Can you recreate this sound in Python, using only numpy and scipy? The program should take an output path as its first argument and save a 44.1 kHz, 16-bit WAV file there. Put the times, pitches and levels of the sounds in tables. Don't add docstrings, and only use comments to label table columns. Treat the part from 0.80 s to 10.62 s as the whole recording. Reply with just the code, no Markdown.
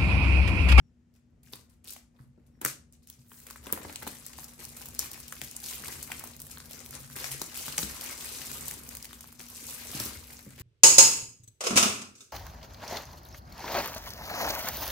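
import sys
import numpy as np
from scipy import signal
from scipy.fft import rfft, irfft
from scipy.io import wavfile
from scipy.ndimage import uniform_filter1d

SR = 44100
rng = np.random.default_rng(int(sys.argv[2]) if len(sys.argv) > 2 else 0)


def master_out(mix):
    frames = np.transpose(np.atleast_2d(mix))
    ceiling = np.clip(frames, -1, 1)
    pcm = np.round(ceiling * 32767).astype(np.int16)
    wavfile.write(sys.argv[1], SR, pcm)


N = 433062

# time_s, level_db
HANDLING_CURVE = [(0, -56), (0.16, -77), (0.7, -61.5), (1.25, -71), (1.85, -60.5), (2.5, -67.5),
                  (3.05, -53.5), (3.45, -60.5), (4.05, -55), (4.75, -60.5), (5.1, -55), (6.7, -58.5),
                  (7.05, -56.5), (7.25, -59.5), (7.85, -53), (8.2, -57), (8.75, -61.5), (9.2, -56),
                  (9.55, -60)]
# time_s, effort_db
PULL_CURVE = [(0, -100), (2.2, -88.5), (2.55, -64), (3.0, -53.5), (3.72, -54.5), (4.0, -53.5),
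              (4.75, -52.5), (5.1, -45), (5.6, -56.5), (6.25, -52.5), (6.9, -44), (7.85, -46.5),
              (8.0, -51.5), (8.55, -58.5), (8.75, -50), (9.1, -44.5), (9.4, -53.5), (9.7, -59.5)]


def gain_of(db):
    return 10 ** (np.asarray(db) / 20)


def evened(x):
    return x / np.sqrt(np.mean(x ** 2) + 1e-20)


def read(points, hz):
    f, value = np.transpose(points)
    return np.interp(np.log(hz + 1), np.log(np.abs(f) + 1), value)


def level(table):
    return gain_of(np.interp(np.arange(N) / SR, *np.transpose(table)))


def add(mix, s, sound):
    part = mix[:, max(round(s * SR), 0):][:, :sound.shape[1]]
    part += sound[:, :part.shape[1]]


def colour(x, points, size=2048):
    log_gain = np.log(gain_of(read(points, abs(np.fft.fftfreq(size, 1 / SR)))))
    minimum_phase = np.exp(np.conj(signal.hilbert(log_gain)))
    taps = np.fft.ifft(minimum_phase).real[:size // 2]
    taps = taps / np.linalg.norm(taps)
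    return signal.oaconvolve(x, taps[None], axes=1)[:, :x.shape[1]]


def pair(x):
    # pitch_hz, likeness (0 to 1)
    likeness = [(60, 0.96), (140, 0.86), (250, 0.75), (500, 0.45), (1000, 0.18), (4000, 0.35),
                (12000, 0.12)]
    z = rfft(x)
    same = np.clip(read(likeness, np.fft.rfftfreq(x.shape[1], 1 / SR)), -1, 1)
    right = same * z[0] + np.sqrt(1 - same ** 2) * z[1]
    return irfft(np.array([z[0], right]), x.shape[1])


def noise(points):
    z = rfft(rng.standard_normal((2, N)))
    z = z * gain_of(read(points, np.fft.rfftfreq(N, 1 / SR)))
    return evened(pair(irfft(z, N)))


def ring(x, hz, q):
    peak = signal.iirpeak(np.clip(hz, 50, SR / 2.5), max(q, 1), SR)
    return signal.lfilter(*peak, x)


def background():
    # pitch_hz, level_db (per Hz)
    air_spectrum = [(25, -14), (50, 7.5), (140, -0.5), (190, 0), (260, -6), (300, -9), (450, -15),
                    (1000, -26), (2000, -26.5), (4000, -35), (7000, -33.5), (16000, -59)]
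    t = np.arange(N) / SR
    tone = np.sqrt(2) * np.sin(2 * np.pi * 239.7 * t)
    fuzz = evened(ring(ring(noise(air_spectrum), 237, 8.1), 252.0, 6.7))
    hum_swell = gain_of(np.interp(t, [2.2, 3.5], [-68, -62]))
    return gain_of(-65.5) * noise(air_spectrum) + (tone + 0.29 * fuzz) * hum_swell


def rumble():
    # pitch_hz, level_db (per Hz)
    rumble_spectrum = [(20, -49), (35, -3.5), (48, -11.5), (63, 6), (90, 0), (115, -7), (140, 2.5),
                       (185, -12), (240, -6), (320, -20), (800, -68)]
    # time_s, level_db
    drag_curve = [(6.1, -59), (6.28, -60), (6.52, -51.5), (6.6, -50)]
    drone = evened(ring(ring(noise(rumble_spectrum), 131, 9.0), 131, 9.0))
    drag_db = np.interp(np.arange(N) / SR, *np.transpose(drag_curve), left=-np.inf, right=-np.inf)
    return gain_of(0.5) * noise(rumble_spectrum) * level(HANDLING_CURVE) + drone * gain_of(drag_db)


def whistles():
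    # start_s, length_s, top_pitch_hz (before the waver), level_db
    whistle_list = [(0.0, 0.11, 5600, -86), (1.7, 0.11, 5600, -85)]
    out = np.zeros((2, N))
    for s, length_s, hz, db in whistle_list:
        arch = np.sin(np.pi * np.linspace(0, 1, round(length_s * SR)))
        waver = evened(uniform_filter1d(rng.standard_normal(len(arch)), size=60))
        pitch_hz = hz * (1 + 0.06 * (arch - 1) + 0.012 * waver)
        turns = np.cumsum(pitch_hz) / SR
        whistle = gain_of(db) * arch * np.sin(2 * np.pi * turns)
        add(out, s, whistle[None])
    return out


def squeezing():
    # time_s, level_db (relative to the fine crinkle)
    fold_curve = [(2.45, -7), (2.85, -7.5), (8.4, -5.5), (8.75, -8), (9.15, -6)]
    # start_s, hold_s, fine_crinkle_db, broad_folds_db
    # (hold_s counts from the start; the levels come before the mix in wrap)
    squeeze_list = [(0.336, 0.005, -65.5, -68), (0.629, 0.1, -63, -73.5), (0.715, 0.036, -57, -60),
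                    (0.787, .012, -57.5, -63), (0.883, 0.044, -71, -78), (1.038, 0.14, -59, -63.5),
                    (1.067, 0.05, -48.5, -70), (1.339, 0.046, -84, -72.5), (1.386, 0.0065, -70, -64),
                    (1.408, .005, -69.5, -73), (1.553, 0.34, -99, -84), (1.658, .006, -75, -90),
                    (1.82, 0.034, -54, -47), (1.846, 0.047, -39.5, -60), (2.122, 0.012, -65.5, -72),
                    (2.219, .006, -65, -79), (2.267, 0.069, -61.5, -71), (2.384, 0.025, -66.5, -86),
                    (2.51, 0.11, -73, -70), (2.66, 0.029, -55, -56), (2.835, 0.26, -60, -53),
                    (3.211, 0.12, -52, -55), (3.576, 0.034, -50.5, -57), (3.785, 0.058, -52, -54.5),
                    (3.963, 0.077, -52.5, -57.5), (4.186, 0.069, -44.5, -50), (4.324, 0.023, -50, -51),
                    (4.627, 0.028, -48.5, -74), (4.826, 0.12, -42, -55.5), (5.28, 0.19, -58.5, -57),
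                    (5.31, 0.04, -53.5, -58), (5.688, 0.039, -51, -61), (5.891, 0.13, -53.5, -56.5),
                    (6.122, 0.038, -48, -49.5), (6.352, 0.13, -42.5, -48), (6.502, 0.036, -43, -48.5),
                    (6.738, 0.16, -42.5, -61), (6.974, 0.061, -39, -48.5), (7.214, 0.12, -45.5, -49),
                    (7.374, 0.4, -46, -59.5), (7.815, 0.12, -48, -61.5), (8.106, 0.018, -52, -52),
                    (8.28, .02, -64, -63), (8.589, 0.023, -47.5, -54.5), (8.68, 0.18, -51.5, -72),
                    (8.863, 0.071, -45, -56.5), (9.124, 0.14, -39.5, -47), (9.249, 0.11, -51, -52.5),
                    (9.405, 0.0074, -53, -57), (9.491, 0.039, -53, -53), (9.567, 0.0056, -57, -58),
                    (9.7, 0.0041, -71, -56), (9.775, 0.056, -52, -53)]
    attack_s, release_s = 0.006, 0.021
    power = np.array([level(PULL_CURVE), level(PULL_CURVE) * level(fold_curve)]) ** 2
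    t = np.arange(SR) / SR
    for s, hold_s, fine_db, folds_db in squeeze_list:
        shape = np.minimum(t / attack_s, 1) * np.exp(-np.maximum(t - hold_s, 0) / release_s)
        add(power, s, (shape * gain_of([[fine_db], [folds_db]])) ** 2)
    return np.sqrt(power)


def grip():
    # time_s, drop_db
    regrip_list = [(2.81, 3), (3.755, 10), (4.768, 0.5), (5.57, 7), (5.85, 0), (6.28, 7), (6.7, 3.5),
                   (7.36, 4.5), (8.57, 6)]
    half_length_s = 0.017
    t = np.arange(N) / SR
    drop = sum(drop_db * np.exp(-((t - s) / half_length_s) ** 2) for s, drop_db in regrip_list)
    return gain_of(-drop)


def buckle(ms, lag_ms, flutter_db=-17, flutter_s=0.007, size=900):
    ear_delay_s = np.maximum([[lag_ms], [-lag_ms]], 0) / 1000
    t = np.maximum(np.arange(size) / SR - ear_delay_s, 0)
    u = t / (max(ms, 0.1) / 1000 / 2)
    flutter = gain_of(flutter_db) * np.exp(-t / flutter_s) * (1 - np.exp(-u))
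    return u * np.exp(1 - u) + flutter


def creases(per_s, spread_db, clump_db, ms, low_hz, high_hz, q, broad, spectrum, count=12):
    clumps = uniform_filter1d(uniform_filter1d(rng.standard_normal(N), size=600), size=250)
    size_db = spread_db * np.minimum(rng.exponential(1, N), 4.5) + clump_db * evened(clumps)
    energy = gain_of(size_db) ** 2 * (rng.random(N) < per_s / SR)
    energy /= np.abs(uniform_filter1d(energy, size=3000)) + 1e-9

    patch = rng.integers(0, count, N)
    run = np.cumsum(rng.random(N) < 1 / (0.007 * SR))
    patch = np.where(rng.random(N) < 0.55, patch[run], patch)

    fizz = pair(rng.standard_normal((2, N)))
    out = np.zeros((2, N))
    for k, hz in enumerate(np.geomspace(low_hz, high_hz, count)):
        shape = buckle(ms * rng.uniform(0.61, 1.4), rng.uniform(-0.18, 0.24))
        power = np.abs(signal.oaconvolve((energy * (patch == k))[None], shape ** 2, axes=1)[:, :N])
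        bursts = np.sqrt(power / np.sum(shape ** 2)) * np.roll(fizz, rng.integers(N), axis=1)
        side_gain = gain_of(1.46 * (-1) ** k * np.array([[1], [-1]]))
        out += (ring(bursts, hz, q) + broad * bursts) * side_gain
    return evened(colour(out, spectrum))


def wrap(effort, flexing):
    # pitch_hz, level_db (per Hz)
    crinkle_spectrum = [(1200, -33), (2500, 1.5), (3600, -1.5), (5000, 1), (8000, 2.5), (15500, 1),
                        (17000, -56)]
    # pitch_hz, level_db (per Hz)
    flex_spectrum = [(250, -10), (500, -10.5), (760, 0), (950, 4), (1300, 3.5), (2200, 3.5), (3200, -5.5),
                     (5000, -1), (9000, -46)]
    pace = np.clip(effort / gain_of(-46.5), 0.3, 3) ** 0.7
    fine = creases(per_s=1000 * pace, spread_db=3.2, clump_db=3, ms=0.26, low_hz=3100, high_hz=15500,
                   q=3, broad=0.35, spectrum=crinkle_spectrum)
    wrinkles = creases(per_s=90 * pace, spread_db=1.8, clump_db=1.5, ms=0.7, low_hz=2000, high_hz=12000,
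                       q=1.6, broad=0.5, spectrum=crinkle_spectrum, count=7)
    folds = creases(per_s=380 * pace, spread_db=0.6, clump_db=1.5, ms=1.2, low_hz=577, high_hz=3840,
                    q=2.8, broad=0.27, spectrum=flex_spectrum)
    return (gain_of(-2) * fine + gain_of(-7) * wrinkles) * effort + gain_of(-3.0) * folds * flexing


def struck(modes, contact_s, size=14000):
    t = np.arange(size) / SR
    out = np.zeros((2, size))
    for hz, db, t60 in modes:
        right_detune_hz = hz * rng.normal(0, 0.00021)
        turns = hz * rng.uniform(0.9, 1.04) * t + rng.random() + np.array([[0], [right_detune_hz]])
        out += gain_of(db + rng.normal(0, 1.1) - 60 * t / t60) * np.sin(2 * np.pi * turns)
    out *= 1 - np.exp(-(t / contact_s) ** 2)
    return out / np.sqrt(np.mean(out[:, :SR // 40] ** 2))


def box(flexing):
    # time_s, thud_db, thud_pitch_hz, cardboard_ring_db, softness_db (lost per octave above the thud)
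    knock_list = [(0.731, -61, 112, -54, 0), (1.4, -50.5, 138, -71, 9), (1.439, -58, 145, -76, 4),
                  (1.577, -73, 135, -61, 5), (1.813, -64, 152, -49.5, -3), (1.85, -48, 143, -42, 1),
                  (2.384, -56.5, 134, -75, 0), (2.799, -53, 70, -69, 6), (2.867, -70, 83, -47, -2),
                  (2.927, -52, 87.5, -40, -2.5), (2.998, -58, 137, -52, 3), (3.048, -49, 84, -48, -3),
                  (3.095, -64, 70.5, -52.5, -3), (3.224, -59, 83, -47.5, -6.5),
                  (3.268, -66, 139, -43.5, 1.5), (4.078, -52, 70.6, -64, -6), (4.62, -53.5, 141, -54, 6),
                  (5.011, -58, 74, -55.5, 12), (5.084, -54, 130, -51, -5), (6.615, -60, 167, -47.5, -1),
                  (6.879, -53, 140, -50, -6), (6.981, -45.5, 157, -43, -5.5), (7.03, -45.5, 67.6, -42, 14),
                  (7.098, -51, 65, -72, 8), (9.146, -46, 145, -44, 10), (9.201, -48, 112, -44, -0.5),
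                  (9.258, -53, 69, -44.5, 8), (9.292, -52.5, 63.4, -66, 7), (9.369, -48.5, 77, -78, 6),
                  (9.665, -49.5, 141, -47, 10), (9.802, -44.5, 99, -58, 6)]
    # pitch_hz, level_db, fade_s (to fall by 60 dB)
    box_modes = [(225.4, 3.5, 0.051), (302.6, -2.5, 0.087), (327.5, -0.5, 0.051), (389, 0, 0.045),
                 (445, 2.5, 0.039), (533, -5.5, 0.049), (589, -1, 0.047), (840, -13, 0.028),
                 (945, -1.5, 0.041), (1330, -5.5, 0.04), (1647, -11.5, 0.068), (2170, -12.5, .06)]
    # pitch_hz, level_db (per Hz)
    rub_spectrum = [(100, -25.5), (220, 1.5), (330, -2.5), (500, -1), (750, -8), (1500, -9), (4000, -45.5)]
    knocks = np.zeros((2, N))
    for s, thud_db, thud_hz, ring_db, softness in knock_list:
        panels = [(hz, db - softness * np.log2(hz / thud_hz), t60) for hz, db, t60 in box_modes]
        thud = struck([(thud_hz, 0, 0.2)], contact_s=0.0019)
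        add(knocks, s, gain_of(thud_db) * thud + gain_of(ring_db) * struck(panels, contact_s=0.0019))

    rub = creases(per_s=500, spread_db=2.5, clump_db=1, ms=1.51, low_hz=270, high_hz=710,
                  q=2.7, broad=0.18, spectrum=rub_spectrum, count=5)
    firm_db, rub_db, rub_power = -54, -60, 1.92
    firmness = level(HANDLING_CURVE) / gain_of(firm_db)
    rubbing = np.arange(N) / SR > 0.46
    fingers = gain_of(rub_db) * grip() * firmness ** rub_power * rubbing
    scrape = gain_of(-7.5) * flexing
    return knocks + rub * np.hypot(fingers, scrape)


def slides():
    # start_s, length_s, level_db (at the top of the swell)
    slide_list = [(0.696, 0.11, -70), (1.05, 0.12, -64), (2.46, .22, -58)]
    # pitch_hz, level_db (per Hz)
    slide_spectrum = [(2500, -30), (4500, -16), (8000, 0), (12000, -2), (15800, 2), (17000, -39)]
    speed = np.zeros((2, N))
    for s, length_s, db in slide_list:
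        swell = np.sin(np.pi * np.linspace(0, 1, round(length_s * SR)))
        add(speed, s, gain_of(db) * swell[None])
    grain = gain_of(3.1 * evened(uniform_filter1d(rng.standard_normal(N), size=120)))
    return speed * evened(noise(slide_spectrum) * grain)


def swing(hz, size):
    cycles = np.arange(size) / SR * hz
    sag = 0.42 * (2 * np.exp(-cycles / 2.5) - 1.5)
    turns = np.cumsum(hz * (1 + sag)) / SR
    u = cycles / 0.75
    return u * np.exp(1 - u) * np.sin(2 * np.pi * (turns + rng.random() + rng.normal(0, 0.19, (2, 1))))


def snap(s, tick_db, crack_db, crack_hz, pop_db, pop_hz, ms, size=150):
    # pitch_hz, level_db (per Hz)
    tick_spectrum = [(2500, -28), (6000, -5), (9000, -1), (15900, -2), (17000, -50)]
    # multiple (of the crack's pitch), level_db (per Hz)
    crack_spectrum = [(.3, -28), (.62, -8), (.85, 1), (1.2, 0.5), (1.6, -15), (2.5, -29)]
    # multiple (of the pop's pitch), level_db (per Hz)
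    pop_spectrum = [(.1, -33.5), (.3, 4), (.6, -7), (.88, -4.5), (1.18, 1.5), (1.5, -3), (2, -5), (5, -34)]
    # time_s, left_ear_lag_ms
    hand_lag = [(1.8, 0.15), (2.5, 0.0068)]

    lead_in = gain_of(-15.5) * np.exp(np.arange(-size, 0) / SR / 0.0027)
    shape = np.hstack([[lead_in, lead_in], buckle(ms, np.interp(s, *np.transpose(hand_lag)))])
    high, middle, low = (evened(shape * pair(rng.choice([-1., 1.], shape.shape))) for _ in range(3))
    flip = evened(1. * (shape == shape.max(1, keepdims=True)))

    tick = colour(high + 0.15 * flip, tick_spectrum)
    crack = colour(middle, [(crack_hz * multiple, db) for multiple, db in crack_spectrum])
    tone = np.pad(swing(pop_hz, shape.shape[1] - size), ((0, 0), (size, 0)))
    rustle = colour(low, [(pop_hz * multiple, db) for multiple, db in pop_spectrum])
    pop = evened(tone) + gain_of(-5) * evened(rustle)
    sound = gain_of(tick_db) * evened(tick) + gain_of(crack_db) * evened(crack)
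    return s - size / SR, sound + gain_of(pop_db) * evened(pop)


def snaps(count=10):
    # time_s, tick_db, crack_db, crack_pitch_hz, pop_db, pop_pitch_hz, length_ms
    # (levels before the 9 dB cut of all snaps below)
    snap_list = [(0.734, -44.5, -38, 4100, -50, 1030, 0.97), (0.7555, -47, -59, 5500, -57, 1710, 2),
                 (1.0462, -53, -73, 2900.0, -73, 800.0, 1.3), (1.0737, -51, -50, 5000, -64, 1000, 1.7),
                 (1.1047, -39, -62, 3640.0, -61, 1750.0, 2.7),
                 (1.134, -41.5, -51, 6170.0, -71, 1520.0, 1.8), (1.1635, -54.0, -49.5, 2700, -49, 905, 1.6),
                 (1.814, -36.5, -48, 2900, -39, 1060.0, 3.4), (1.849, -20, -32, 6250, -27.5, 1800, 1.9),
                 (1.86, -30, -42, 5310.0, -27.5, 1660, 2.3), (2.125, -78, -55, 9000.0, -80, 1240, 0.92),
                 (2.273, -49.5, -61, 5500, -70, 2200, 1), (2.2995, -41.5, -53, 3730, -64, 1420.0, 1.6),
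                 (2.5173, -63, -58, 2880, -49.5, 1370, 2.7), (2.6014, -52, -62, 5000, -60, 2200, 1.2),
                 (2.667, -45, -49, 7740.0, -48, 1750.0, 2.6), (2.7018, -45, -55, 5500, -50, 2000, 1),
                 (2.708, -40.5, -47.5, 4530, -45, 1330, 1.75), (2.7589, -49, -57, 3640.0, -44, 1480, 3.5),
                 (2.8671, -44, -43, 3100, -44, 930, 3.1), (2.902, -56, -57, 3100, -43, 1400, 1.5),
                 (2.9255, -25, -23.5, 12500, -37, 1300, 0.65), (2.932, -48, -38, 3100, -43, 1340, 3),
                 (2.9752, -67, -49, 7180.0, -36.5, 1080, 2.4), (3.049, -55, -50, 4920.0, -39.5, 990, 2.6),
                 (3.0962, -54, -47, 2900.0, -45, 790, 0.75), (3.1259, -48, -48.5, 6730, -47.5, 1860, 2.54),
                 (3.1586, -40, -36, 7300, -36.5, 3300, 1.1), (3.223, -44, -49, 3640.0, -43, 1750.0, 3.5),
                 (3.2305, -42, -50, 4630, -43, 2000, 1.2), (3.2668, -45, -47, 3400, -37, 950, 2.4),
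                 (3.2741, -32.5, -39, 3340, -39, 1300, 4.7), (3.464, -36.5, -42, 8450, -50.5, 1630.0, 1.6),
                 (3.534, -57, -49, 7340, -49.5, 2690.0, 2.5), (3.5859, -57, -46.5, 4300, -41.5, 1020, 1.9),
                 (3.642, -40.5, -42.5, 6650.0, -56, 910, 2.7),
                 (3.8506, -37.5, -44, 6170.0, -56, 3100.0, 2.3), (3.9664, -47, -52, 6000, -58, 1800, 1),
                 (4.0161, -44, -49, 4920.0, -54.5, 2890.0, 1), (4.057, -39, -53, 4560.0, -54, 1320.0, 2.5),
                 (4.085, -40, -67, 2900.0, -54, 790, 2.9), (4.1488, -41.5, -54, 6500, -62, 2000, 0.71),
                 (4.1922, -24, -23, 7100, -43, 1610, 0.89), (4.3146, -38.5, -46.0, 5310.0, -49, 915, 2.5),
                 (4.332, -41, -47.0, 6650.0, -60, 2500.0, 2.2), (4.377, -49, -57, 5000, -52.5, 1010, 1.2),
                 (4.4015, -41, -53, 5310.0, -54, 1230.0, 1.2), (4.481, -41, -46, 6600, -67, 2300, 1.6),
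                 (4.5246, -37, -47, 7800, -37, 1750, 0.69), (4.616, -39, -36, 8300, -33.5, 2570, 0.75),
                 (4.7123, -40, -56, 7500, -68, 2500, 0.81), (4.765, -46, -32.5, 9200, -85, 3100.0, 1.2),
                 (4.9093, -36, -48, 6650.0, -48, 2020.0, 2.4), (4.9272, -52, -53, 4500, -44, 2440, 1.2),
                 (5.038, -67.5, -53.0, 5310.0, -39.5, 1610, 1.8),
                 (5.0584, -54, -49, 7800, -44, 3100.0, 1.1), (5.081, -35.5, -42, 4600, -41, 1060.0, 3.7),
                 (5.1247, -43, -44.5, 6170.0, -42.5, 2020.0, 1.7), (5.228, -40, -34, 8900, -66, 3080, 1.3),
                 (5.301, -62, -55, 3400, -41, 880, 2), (5.3177, -35, -35, 2450, -32, 2200, 2.4),
                 (5.3943, -37.5, -52, 3370.0, -63.0, 2170.0, 2.1),
                 (5.411, -53.0, -75.5, 2900.0, -46.5, 1320.0, 1.2),
                 (5.4383, -36.5, -54, 2900.0, -42, 925, 3.2), (5.474, -43, -48, 6530, -60, 2500, 0.9),
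                 (5.5653, -45, -61, 7000, -67, 2500, 0.7), (5.5933, -59, -53, 5200, -64, 2500, 1),
                 (5.601, -39, -64.5, 4250, -65.5, 2170.0, 2),
                 (5.6177, -37.5, -59.5, 3130.0, -61.0, 1060.0, 1.2),
                 (5.6668, -43.5, -57, 3130.0, -53, 1520.0, 2.3),
                 (5.7728, -71.5, -49, 3640.0, -44, 1400, 1.27), (5.7828, -43, -56, 7500, -67, 2500, 0.81),
                 (5.802, -59, -46, 4840, -47.5, 1880.0, 1.15), (5.9094, -43, -52, 2900.0, -50, 796, 2.4),
                 (5.9323, -42, -44, 5530, -57, 2300, 1.2), (6.061, -42, -49, 5550, -51, 2800, 0.9),
                 (6.108, -40, -52, 7180.0, -56, 1750.0, 1.6), (6.3002, -52, -62, 5000, -50, 1490, 1.2),
                 (6.4422, -38, -34.5, 5300, -32.5, 2170.0, 2.3),
                 (6.515, -35, -43, 5310.0, -42.5, 2890.0, 1.4), (6.6156, -29, -33, 5050, -35.5, 1180, 2.8),
                 (6.774, -35, -53, 6800, -56.0, 800.0, 1.8), (6.8808, -38, -43, 4530, -37.5, 1530, 2.6),
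                 (6.9802, -27, -22.5, 7350, -29, 2800, 1.9), (6.989, -43.0, -29.5, 5720.0, -48, 800.0, 1.1),
                 (7.0284, -46, -33, 4400, -39, 1740, 2.4), (7.2108, -36, -44, 4230.0, -53, 2690.0, 1.7),
                 (7.2942, -47, -39, 7100, -45, 2330.0, 1.7), (7.617, -48, -47, 4200, -45, 2400, 1.2),
                 (7.715, -35, -45, 5500, -41, 1410, 1.5), (7.8819, -29, -52, 3130.0, -61, 990.0, 0.86),
                 (7.9114, -33, -46, 6500, -42.5, 2400, 0.9), (8.0896, -38, -43.5, 6700, -57, 2020.0, 1.5),
                 (8.151, -37, -46, 5720.0, -51, 1750.0, 1.2), (8.1695, -37, -39, 8200, -51, 3100.0, 0.86),
                 (8.2265, -41, -43, 5500, -58, 2500, 1), (8.245, -41, -49, 5500, -48, 2400, 1.3),
                 (8.253, -42, -46, 5310.0, -46, 2550, 2.65), (8.3093, -59, -56, 4500, -50, 1500, 1.2),
                 (8.3299, -44, -46, 3100, -47, 1280, 2.2), (8.4073, -41, -50.0, 5800, -53, 2020.0, 2.7),
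                 (8.442, -51, -55, 5000, -48.5, 1290, 1.5), (8.525, -47, -65, 5720.0, -56, 1320.0, 2.5),
                 (8.603, -58, -49, 4920.0, -44, 2500.0, 1.6), (9.1995, -32, -30, 5200, -37.5, 1410, 1.8),
                 (9.5915, -49, -54, 4500, -49, 2000, 1.2)]
    out = np.zeros((2, N))
    for k, (when, strength, crack, pop) in enumerate(rng.random((count, 4))):
        s = (k + when) / count * N / SR
        pull_db = min(np.interp(s, *np.transpose(PULL_CURVE)), -47)
        db = pull_db + 3 * (2 * strength - 1)
        crack_hz, pop_hz = 5200 * 2 ** (crack - 0.5), 1950 * 2 ** (pop - 0.5)
        add(out, *snap(s, db + 2, db + 4, crack_hz, db - 14, pop_hz, ms=1.2))
    for row in snap_list:
        add(out, *snap(*row))
    return gain_of(-9.0) * out


def reflections(wet_db, early_db, size=22000):
    # pitch_hz, fade_s (to fall by 60 dB)
    echo_fade = [(150, 0.49), (500, 0.33), (1500, 0.3), (4000, 0.29), (8000, 0.28), (15000, 0.15)]
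    taps = rng.choice([-1., 1.], (2, size)) * (rng.random((2, size)) < 0.12)
    hz, t, z = signal.stft(pair(taps), SR, nperseg=256)
    fade = gain_of(-60 * t / read(echo_fade, hz)[:, None])
    tail = signal.istft(z * fade, SR, nperseg=256)[1]
    tail *= np.clip(np.arange(tail.shape[1]) / SR / 0.013, 0, 1) ** 2
    tail *= gain_of(wet_db) / np.linalg.norm(tail[0])
    for side in tail:
        early = rng.integers(SR // 600, SR // 90, size=8)
        side[early] += gain_of(early_db) * rng.choice([-1, 1], size=8)
    return tail


def room(x, wet_db, early_db, count=4):
    place = np.arange(N) / SR * 23 % count
    out = x.copy()
    for k in range(count):
        distance = abs((place - k + count / 2) % count - count / 2)
        share = np.cos(np.pi / 2 * np.minimum(distance, 1))
        out += signal.oaconvolve(x * share, reflections(wet_db, early_db), axes=1)[:, :N]
    return out


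def scene():
    effort, flexing = squeezing() * grip()
    film = room(wrap(effort, flexing) + slides() + whistles(), wet_db=-4.5, early_db=-14.5)
    film = film + room(snaps(), wet_db=-10.5, early_db=-20.0)
    cardboard = room(box(flexing), wet_db=-9.5, early_db=-23.5, count=2)
    return film + cardboard + rumble() + background()


def record(dry):
    # pitch_hz, level_db
    treble_colour = [(6000, 0), (7000, -.5), (8500, 1), (10000, -1), (11700, 2.5), (13500, 0), (15700, 2.5)]
    # pitch_hz, left_minus_right_db
    balance = [(60, 2), (130, 0.5), (250, 3), (500, 2), (1000, 2), (2000, 3), (4500, 4), (7000, 5.5),
               (9000, 0.5), (15000, 0.5)]
    hz = np.fft.rfftfreq(N, 1 / SR)
    colour_db = read(treble_colour, hz) + read(balance, hz) * np.array([[0.5], [-0.5]])
    heard = irfft(rfft(dry) * gain_of(colour_db), N)
    heard = signal.sosfilt(signal.butter(4, 40, "highpass", fs=SR, output="sos"), heard)
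    top_cut = signal.firwin(301, 16350, window=("kaiser", 9), fs=SR)
    return signal.oaconvolve(heard, top_cut[None], "same")


dry = scene()
out = record(dry)
master_out(out)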